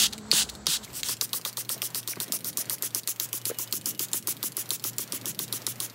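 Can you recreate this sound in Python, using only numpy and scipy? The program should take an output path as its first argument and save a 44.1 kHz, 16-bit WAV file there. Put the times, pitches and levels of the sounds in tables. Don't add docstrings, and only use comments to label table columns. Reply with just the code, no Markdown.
import sys
import numpy as np
from scipy import signal
from scipy.fft import rfft, irfft
from scipy.io import wavfile
from scipy.ndimage import uniform_filter1d

SR = 44100
rng = np.random.default_rng(int(sys.argv[2]) if len(sys.argv) > 2 else 0)


def nominal_scale(level):
    x = np.asarray(level, float) / 20
    return 10 ** x


def pcm_store(signal):
    levels = np.round(np.clip(np.atleast_2d(signal), -1, 1) * 32767)
    wavfile.write(sys.argv[1], SR, levels.astype(np.int16).T)


N = 261954


def colour(x, table, extra_db=0):
    hz = np.maximum(np.arange(len(x) // 2 + 1) * SR / len(x), 1)
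    f, db = np.transpose(table)
    gain_db = np.interp(np.log(hz), np.log(f), db) + extra_db
    y = irfft(rfft(x) * nominal_scale(gain_db), len(x))
    return y / np.sqrt(np.mean(y ** 2))


def ring(x, hz, width_hz):
    return signal.lfilter(*signal.iirpeak(min(hz, 20000), hz / width_hz, fs=SR), x)


def cut(x, hz, kind):
    return signal.lfilter(*signal.butter(2, hz, kind, fs=SR), x)


def walk(rate, size):
    k = int(SR / rate)
    steps = np.repeat(rng.standard_normal(size // k + 1), k)
    return 1.176 * uniform_filter1d(steps, k)[:size]


def add(out, x, s):
    i = int(s * SR)
    x = x[max(-i, 0):N - i]
    out[max(i, 0):max(i, 0) + len(x)] += x


def strokes():
    # start_s, end_s, early_db, middle_db, treble_minus_presence_db
    slow_jets = [(-0.05, 0.069, -28, -20, -6), (0.125, 0.133, -36, -33.5, -15),
                 (0.3154, 0.434, -23.5, -21, -7), (0.488, 0.501, -42, -34, -18),
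                 (0.668, 0.772, -28.5, -25.0, -6), (0.829, 0.851, -46, -41, -11),
                 (0.931, 1.012, -36.5, -33, 6), (1.043, 1.097, -32, -32, -2),
                 (1.0862, 1.142, -25.5, -28, 4)]
    # time_s, level_db, ring_hz, treble_minus_presence_db
    slow_clicks = [(0.1334, -28.5, 4500, -21), (0.1798, -34.5, 5900, -34), (0.2697, -58, 4440, -33),
                   (0.2835, -52, 4500, -20), (0.307, -42, 2580, -4), (0.315, -10.5, 4460, -31),
                   (0.498, -31, 4420, -10), (0.5513, -37.5, 4480, -33), (0.6585, -39, 3200, -21),
                   (0.668, -14.5, 4060, -28), (0.847, -35, 6980, -4), (0.9026, -45, 3200, -34),
                   (0.997, -36, 4400, -20), (1.0323, -21.5, 4230, -40), (1.0867, -23.5, 4470, -1),
                   (1.1684, -38, 5330, -21)]
    # snap_s, snap_db, ring_hz, jet_length_s, jet_db
    fast_pulls = [(1.2118, -16.5, 4300, 0.046, -27.5), (1.3317, -20, 4640, 0.054, -27),
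                  (1.451, -22, 4000, 0.049, -30.5), (1.571, -24, 4830, 0.051, -29),
                  (1.6925, -21.5, 9100, 0.057, -27), (1.8192, -20.5, 5060, 0.058, -28),
                  (1.947, -24, 5130, 0.056, -28.5), (2.076, -24, 4070, 0.055, -28.5),
                  (2.202, -22.5, 4600, 0.043, -28.5), (2.3222, -18, 5150, 0.05, -26.5),
                  (2.4454, -26, 7200, 0.059, -28), (2.5726, -19, 10200, 0.053, -27.5),
                  (2.6975, -20, 9300, 0.056, -27.5), (2.824, -20.5, 9100, 0.054, -27.5),
                  (2.948, -17, 7500, 0.051, -27.5), (3.075, -20.5, 5440, 0.048, -26),
                  (3.1992, -18.5, 7300, 0.062, -28), (3.33, -21.5, 3440, 0.056, -29.5)]
    more_fast_pulls = [(3.4543, -20.5, 9500, 0.053, -27.5), (3.5871, -23, 9500, 0.059, -28),
                       (3.726, -18.5, 5050, 0.056, -28), (3.8586, -20, 7300, 0.059, -27),
                       (3.9942, -20.5, 3220, 0.06, -27), (4.1324, -18, 7600, 0.06, -27),
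                       (4.2728, -20.5, 9500, 0.055, -26), (4.4294, -22.5, 5300, .056, -27),
                       (4.5686, -20.5, 7600, 0.058, -28.5), (4.7057, -17.5, 5300, 0.058, -28.5),
                       (4.8405, -20, 5700, 0.059, -28.5), (4.9834, -20, 7750, 0.058, -30.5),
                       (5.1225, -22.5, 7200, 0.056, -30), (5.257, -24.5, 4080, 0.06, -30.5),
                       (5.391, -21, 4100, 0.061, -30.5), (5.5263, -20.5, 3960, 0.054, -29.5),
                       (5.6667, -19, 5550, 0.059, -31), (5.8027, -21.5, 9200, 0.063, -30.5)]
    # time_s, snap_treble_minus_presence_db, aim_db (jet treble),
    # knock_db, pump_head_share_db
    shade = [(1.2123, -4.5, 13, -37, -1.5), (1.3318, 2, 13, -36.0, -2.5), (1.452, 1, 6.5, -36, -4),
             (1.571, -4, 10.5, -37, -3), (1.6925, 2.0, 13.5, -37, -2.5), (1.8188, -4, 11, -36.5, -3),
             (1.9473, -4, 12, -37.5, -3.5), (2.076, 2, 13, -36, -10), (2.203, 2, 13.5, -35.5, -7.5),
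             (2.3222, 7, 17, -38, -7.0), (2.4462, 3.5, 14.0, -38.0, -9), (2.5726, 5, 15.0, -35.5, -8),
             (2.6983, 4.0, 17, -36.0, -7), (2.824, 7, 13, -34.5, -8), (2.9481, 2.5, 16, -33.5, -8.5),
             (3.075, 5, 14, -36.5, -8), (3.1995, 1, 17.5, -35.5, -6.5), (3.33, 2, 15, -36, -9),
             (3.4547, 1, 17.0, -36, -13), (3.5871, 9, 16.0, -36.5, -8), (3.7258, 1.5, 16.5, -33.0, -11),
             (3.8591, 1, 14.5, -34, -11), (3.9945, 0.5, 16.5, -31.5, -11.5), (4.1326, 2.0, 16, -32, -8.5),
             (4.2731, 2, 13.5, -32.5, -5.5), (4.4292, 5.0, 14.5, -32, -6.5), (4.5686, 8, 12.0, -33.0, -9),
             (4.7057, 2.5, 12, -33, -8.5), (4.8407, 6, 13, -32.5, -8.5), (4.9834, 6, 11, -34.0, -8.5),
             (5.1223, 2, 11, -29.5, -12), (5.257, 0, 12, -33, -10.5), (5.3907, 4.5, 12.0, -32.5, -9.5),
             (5.5266, 2, 14, -32.5, -7.5), (5.6665, 0, 10.5, -33.5, -6), (5.8028, 1, 10.5, -34.5, -8)]
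    # time_s, bottle_hz
    grip = [(1.2, 406), (1.4, 521), (1.85, 515), (2.0, 356), (2.9, 350), (3.9, 332), (4.3, 353), (5.9, 343)]
    # time_s, level_db
    slack_moves = [(1.2754, -45), (1.303, -47), (1.3155, -60), (2.2636, -46), (2.3889, -37), (3.571, -45),
                   (3.7109, -38), (3.8434, -43), (3.9769, -42), (4.116, -37), (4.6911, -31), (4.8235, -42),
                   (4.9651, -45), (5.6457, -46), (5.873, -44), (4.4045, -51), (4.548, -52), (4.906, -45),
                   (5.101, -52), (5.2485, -45), (5.782, -48)]
    # time_s, peak_db, ring_hz, treble_minus_presence_db
    returns = [(1.292, -32.5, 4100, -4), (1.4127, -29.5, 5170, -4), (1.5279, -29, 11800, -4),
               (1.6487, -31, 4230, 0), (1.7779, -30, 9250, 0), (1.9026, -32, 5780, -4),
               (2.0293, -30, 5880, -2), (2.1565, -30, 2700, -4), (2.28, -30, 9270, -3),
               (2.4054, -30, 9400, 0), (2.5288, -31, 2660, -1), (2.6549, -30.5, 6190, -4),
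               (2.7821, -31, 10400, -1), (2.9056, -33, 5760, -4), (3.0327, -30, 4030, -4),
               (3.1602, -31, 2900, -4), (3.2883, -31.5, 2560, -6), (3.4146, -31, 5420, -4),
               (3.5443, -33, 2930, -4), (3.6745, -30.5, 5150, -4), (3.8117, -29.5, 7270, -6),
               (3.9479, -31, 2890, -4), (4.084, -30.5, 2530, -4), (4.225, -31, 9780, -4),
               (4.367, -29.5, 7250, -1), (4.5196, -28, 10400, -1), (4.6573, -31, 5700, -4),
               (4.7958, -29, 5560, -4), (4.9317, -32, 5660, -4), (5.076, -32, 6260, -4),
               (5.2121, -29.5, 5010, -4), (5.3467, -29.5, 11700, -1), (5.4794, -29.5, 5840, -4),
               (5.618, -29, 5510, -7), (5.757, -32.5, 5810, -4), (5.898, -30.5, 5540, -6)]
    # time_s, peak_db, bottle_hz, pump_head_share_db
    stray_knocks = [(0.326, -26.5, 470, -8.5), (0.667, -32.5, 442, -2), (0.805, -46, 276.5, -9),
                    (0.993, -53, 314, -2), (1.09, -36, 417, -2), (1.393, -43, 435, -11),
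                    (1.762, -37, 637, -25), (2.168, -31.5, 365, -11), (2.278, -38, 357, -15),
                    (2.332, -35.5, 610, -10), (5.244, -37.5, 540, -9)]

    s, snap_db, hz, length, jet_db = np.transpose(fast_pulls + more_fast_pulls)
    tilt_db, aim_db, knock_db, head_db = np.transpose(shade)[1:]
    early_db = jet_db - 1 + 0.7 * rng.standard_normal(len(s))
    jet = list(zip(s, s + length, early_db, jet_db, aim_db))
    snap = list(zip(s, snap_db, hz, tilt_db))
    rattle = [(when + .0008, db - 7.5, stop_hz, treble_db) for when, db, stop_hz, treble_db in returns]
    slack = [(when, db, 7600, 16) for when, db in slack_moves]

    bottle_hz = np.interp(s, *np.transpose(grip))
    knock = list(zip(s + .0065, knock_db, bottle_hz, head_db))
    tap = list(zip(s, knock_db - 15.5, bottle_hz, head_db + 9))
    return slow_jets + jet, slow_clicks + slack + snap + rattle, stray_knocks + knock + tap


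def jets(rows):
    # pitch_hz, level_db (per Hz)
    side = [(410, -50), (700, -20.5), (910, -14), (1040, -21), (1560, -10.5), (2300, -15), (2960, -3),
            (3790, -1.5), (5610, -6), (6070, -4), (8530, -4.5), (14000, -14), (16000, -12)]
    # pitch_hz, level_db (per Hz)
    facing = [(410, -54), (700, -22.5), (1460, -16.5), (2220, -18), (2990, -9), (4730, -5.5), (6740, -4),
              (8760, -1.5), (14800, -2.5), (16000, -4)]
    # time_s, first_mode_hz
    shroud = [(1.2, 1770), (2.55, 1930), (3.1, 2200), (5.9, 2140)]
    out, size, lead_s = np.zeros(N), 12288, .005
    t = np.arange(size) / SR - lead_s
    hz = 700 * 2 ** np.arange(0, 4.6, .25)
    side_db, front_db = (np.interp(np.log(hz), np.log(f), db) for f, db in map(np.transpose, (side, facing)))
    for start, end, early_db, mid_db, tilt_db in rows:
        late_db = mid_db - 0.3
        span = end - start
        front = np.clip((tilt_db + 6.5) / 17.2, -.4, 1.3)
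        opening = np.clip(t / span, 0, 1)
        noise = rng.standard_normal((2, size))

        lip_db = 1.25 * rng.standard_normal(len(hz))
        shape = np.transpose([hz, side_db + front * (front_db - side_db) + lip_db])
        shape = np.vstack([[(250, shape[0, 1] - 25)], shape])

        cup = np.arange(size // 2 + 1) * SR / size / np.interp(start, *np.transpose(shroud))
        depth_db = -3.2 * np.clip(front, 0, 1)
        shut, wide = (colour(noise[0], shape, depth_db * np.cos(np.pi * cup * k)) for k in (1.06, .95))
        hiss = shut + opening * (wide - shut)

        lead = [-.005, -.004, -.0008, .001, min(.006, .12 * span)]
        leak_db = early_db - 16 + 25 * min(front, 0)
        lead_db = [-70, leak_db, early_db - 11, early_db - 2, early_db - 6.5]
        hold = [0.13 * span, 0.37 * span, 0.76 * span, span]
        hold_db = [early_db, mid_db, late_db, late_db - 4.5]
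        fall = [span + 0.0023, span + 0.023, span + 0.044]
        fall_db = [late_db - 13, late_db - 25.0, -90]
        db = np.interp(t, lead + hold + fall, lead_db + hold_db + fall_db)

        pressure_db = 0.72 * np.clip(db - mid_db, -14, 3)
        bright_db = np.interp(opening, [0, .12, .5, .7, 1], [7, -4.5, 0.9, 0.0, -5.5])
        treble = cut(hiss, 5300, "high") * (nominal_scale(pressure_db + bright_db) - 1)

        low = cut(hiss, 4100, "low")
        hiss = low * nominal_scale(1.8 * walk(300, size)) + (hiss - low) * nominal_scale(0.6 * walk(300, size))
        spit = nominal_scale(1.0 * walk(1500, size))
        mist_db = mid_db - 28.5 - 75 * np.maximum(t - span, 0)
        mist = colour(noise[1], shape) * nominal_scale(mist_db + 2.0 * walk(123.4, size)) * opening
        add(out, (hiss + treble) * spit * nominal_scale(db) + mist, start - lead_s)
    return out


def clicks(rows):
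    out, size = np.zeros(N), 1024
    t = np.arange(size) / SR
    for s, db, hz, tilt_db in rows:
        decay = .00035 if db > -30 else .0011
        rise = 1 - np.exp(-(t / .00025) ** 2)
        blow = rng.standard_normal(size) * rise * np.exp(-t / decay)
        if db < -33:
            blow[240:] += nominal_scale(-6.5) * blow[:-240]
        else:
            lag = int(.0021 * SR * rng.uniform(.8, 1.2))
            blow[lag:] += nominal_scale(-7.5 + rng.uniform(-9, 2.5)) * blow[:size - lag]

        floor_hz = 1200 if tilt_db < -12 else 2200 if db < -33 else 2900
        body = cut(ring(blow, 4260, 3240), floor_hz, "high")
        body = body + (1.2 if db > -33 else .6) * ring(blow, hz, 600)
        body = body + 0.35 * ring(blow, 1.37 * hz, 700)
        edge = cut(cut(blow, 6700, "high"), min(15800 + 300 * tilt_db, 19000), "low")
        body = body / np.linalg.norm(body) * nominal_scale(-tilt_db / 2)
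        edge = edge / np.linalg.norm(edge) * nominal_scale(tilt_db / 2 - 2.0)
        snap = body + edge
        add(out, snap / np.linalg.norm(snap) * nominal_scale(db + 19.5), s - .0002)
    return out


def mode(hz, db, t60, rise, sag=0):
    t = np.arange(4000) / SR
    turn = 2 * np.pi * hz * (t + sag * 0.0061 * (1 - np.exp(-t / 0.0055)))
    swell = 1 - np.exp(-(t / rise) ** 2)
    return nominal_scale(db) * np.sin(turn) * swell * np.exp(-np.log(1000) * t / t60)


def knocks(rows):
    # pitch_hz, level_db
    head = [(990, 1.5), (1190, 4.5), (1450, -1), (1950, -2.5)]
    out = np.zeros(N)
    for s, db, hz, head_db in rows:
        detune = 1 + 0.055 * rng.standard_normal(5)
        scatter_db = 1.5 * rng.standard_normal(5)
        hit = mode(hz * np.sqrt(detune[4]), 0.2, 0.03, 0.0035, 0.13)
        hit += mode(0.724 * hz * detune[4], -6.5, 0.049, 0.0057)
        hit += mode(1.508 * hz * detune[0], scatter_db[0] - 5, 0.03, 0.0064, 0.21)
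        for (f, f_db), d, g in zip(head, detune[1:], scatter_db[1:]):
            hit += mode(f * d, head_db + f_db + g, 0.023, 0.0016)
        rough_db = 1.1 * walk(485, len(hit))
        add(out, hit * nominal_scale(db + 6.5 + rough_db), s)
    return out


def hand_bumps():
    # start_s, peak_db, pitch_hz, t60_s (time to fade by 60 dB)
    bumps = [(.3272, -35, 634, .036), (.3302, -26, 163, .057), (.3312, -32.5, 296, .066),
             (.6785, -29.5, 161, .08), (.6795, -35, 294, .06), (.8775, -44, 2100, .02),
             (2.1192, -36, 650, .015), (2.1335, -29, 2200, .01), (2.1362, -36, 1500, .01),
             (2.1672, -28, 173, .05), (2.1872, -34, 222, .036), (2.2952, -37.5, 247, .07),
             (2.2972, -36, 650, .018), (2.3102, -41, 1700, .008), (2.3602, -38, 670, .016),
             (2.6002, -37, 646, .022), (2.6022, -41, 1900, .01), (2.7052, -38, 1950, .02),
             (2.7182, -39, 1150, .01), (2.7252, -41, 523, .03), (2.7352, -38, 900, .015),
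             (2.7452, -40, 1500, .008), (2.7792, -43, 1990, .015), (2.8312, -40, 1820, .04),
             (3.4972, -34, 1250, .014), (3.4992, -27.5, 440, .04), (3.5092, -36, 1550, .014),
             (3.5122, -28, 460, .036), (3.5152, -38, 1800, .01), (5.1782, -45, 2080, .035),
             (5.2452, -42, 2130, .022)]
    out = np.zeros(N)
    for s, db, hz, t60 in bumps:
        add(out, mode(hz, db + 4.0 + 2.5 * walk(400, 4000), t60, 0.81 / hz, 0.043), s)
    return out


def thin_bass(x):
    return cut(cut(x, 110, "high"), 110, "high")


def slosh():
    # start_s, end_s, level_db
    tilts = [(2.097, 2.396, -54), (2.542, 2.765, -50.5), (3.492, 3.525, -49), (2.44, 2.52, -53)]
    t = np.arange(N) / SR
    grains = (rng.random(N) < 600 / SR) * rng.standard_normal(N)
    grains = grains * nominal_scale(0.9 * rng.exponential(size=N))
    body = ring(grains, 580, 300) + 0.7 * ring(grains, 1800, 1200)
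    gain = sum(nominal_scale(db) * np.sin(np.pi * np.clip((t - a) / (b - a), 0, 1)) for a, b, db in tilts)
    return gain * body / body.std()


def bay(x):
    t = np.arange(4000) / SR
    echo = rng.standard_normal(len(t)) * np.exp(-np.log(1000) * t / 0.033) * (t > .0015)
    return x + nominal_scale(-6.0) * signal.fftconvolve(x, echo / np.linalg.norm(echo))[:N]


def yard_air():
    # pitch_hz, level_db (per Hz)
    near = [(18, -40), (30, -24), (60, -2), (210, -4.5), (394, -9), (1500, -14.5), (1950, -21), (2900, -27),
            (4300, -19), (5200, -26), (6600, -23.5), (8000, -17.5), (8700, -36), (16000, -44)]
    # pitch_hz, level_db (per Hz)
    far = [(18, -60), (30, -43), (70, -15), (90, -1.5), (118, 6.5), (194, 8), (345, 3), (844, -4.5),
           (937, -3.5), (2170, -6.5), (10500, -18), (14800, -8.5), (16000, -30)]
    # time_s, first_db, second_db
    share = [(0, -45.5, -77), (.6, -46.5, -77), (.9, -52.5, -50), (1.12, -52.5, -51), (1.2, -66, -51),
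             (1.45, -82, -49.5), (3, -111, -50.5), (5.94, -81, -47.5)]
    t = np.arange(N) / SR
    s, near_db, far_db = np.transpose(share)
    out = np.zeros(N)
    for table, db in ((near, near_db), (far, far_db)):
        air = colour(rng.standard_normal(N), table)
        low = cut(air, 580, "low")
        moving = low * nominal_scale(2.3 * walk(6.2, N)) + (air - low) * nominal_scale(1.94 * walk(25, N))
        out += nominal_scale(np.interp(t, s, db)) * moving
    return out


def far_motor():
    # time_s, pitch_hz, level_db
    motor = [(0, 208.7, -47.5), (.3, 215.3, -47), (.45, 213.5, -53.5), (.62, 211, -53.5), (.7, 212.2, -65),
             (.83, 216, -54), (.95, 213, -74)]
    t = np.arange(N) / SR
    s, hz, db = np.transpose(motor)
    turn = 2 * np.pi * np.cumsum(np.interp(t, s, hz) + 4 * walk(29.5, N)) / SR
    level = nominal_scale(np.interp(t, s, db, right=-120) + 3.5 + 2.5 * walk(19, N))
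    return level * (np.sin(turn) + nominal_scale(-9.0) * np.sin(2 * turn))


def low_drone():
    # time_s, level_db
    swells = [(0.8, -70), (0.94, -55), (2.49, -55), (2.53, -62), (2.68, -49), (2.78, -60), (3.32, -53.5),
              (4.54, -55), (4.71, -48), (4.79, -63), (4.94, -48), (5.08, -59), (5.25, -47.5), (5.35, -59),
              (5.51, -47), (5.61, -57), (5.72, -46.5), (5.94, -58)]
    t = np.arange(N) / SR
    turn = 2 * np.pi * np.cumsum(117.1 + 3.15 * walk(24.8, N)) / SR
    return nominal_scale(np.interp(t, *np.transpose(swells), left=-120) + 3.0 + 1.9 * walk(12, N)) * np.sin(turn)


def far_whine():
    # time_s, pitch_hz, level_db
    whine = [(3.3, 2960, -75), (3.37, 2990, -60), (3.5, 2965, -60), (3.6, 2920, -61), (3.66, 2970, -70),
             (3.8, 3000, -63), (3.87, 2960, -60), (3.96, 2890, -62), (4.02, 2930, -76)]
    t = np.arange(N) / SR
    s, hz, db = np.transpose(whine)
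    turn = 2 * np.pi * np.cumsum(np.interp(t, s, hz) + 45 * walk(140, N)) / SR
    return nominal_scale(np.interp(t, s, db, left=-120, right=-120) + 3.5 + 4.4 * walk(60, N)) * np.sin(turn)


def mains_hum():
    # time_s, level_db
    hum = [(.3, -70), (.48, -51), (.74, -61), (.92, -60), (1.3, -72)]
    t = np.arange(N) / SR
    db = np.interp(t, *np.transpose(hum), left=-120, right=-120)
    return nominal_scale(db + 2) * np.sin(2 * np.pi * 59.7 * t)


def scene():
    jet, click, knock = strokes()
    bottle = jets(jet) + bay(clicks(click) + slosh()) + thin_bass(knocks(knock) + hand_bumps())
    yard = yard_air() + far_motor() + low_drone() + far_whine() + mains_hum()
    mono = bottle + yard
    return np.array([mono, mono])


def band_limit(x):
    return signal.sosfilt(signal.butter(12, 16980, fs=SR, output="sos"), x)


def record(dry):
    top_cut = signal.ellip(10, .2, 42, 15750, fs=SR, output="sos")
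    mix = signal.sosfilt(top_cut, dry)
    return band_limit(mix)


dry = scene()
out = record(dry)
pcm_store(out)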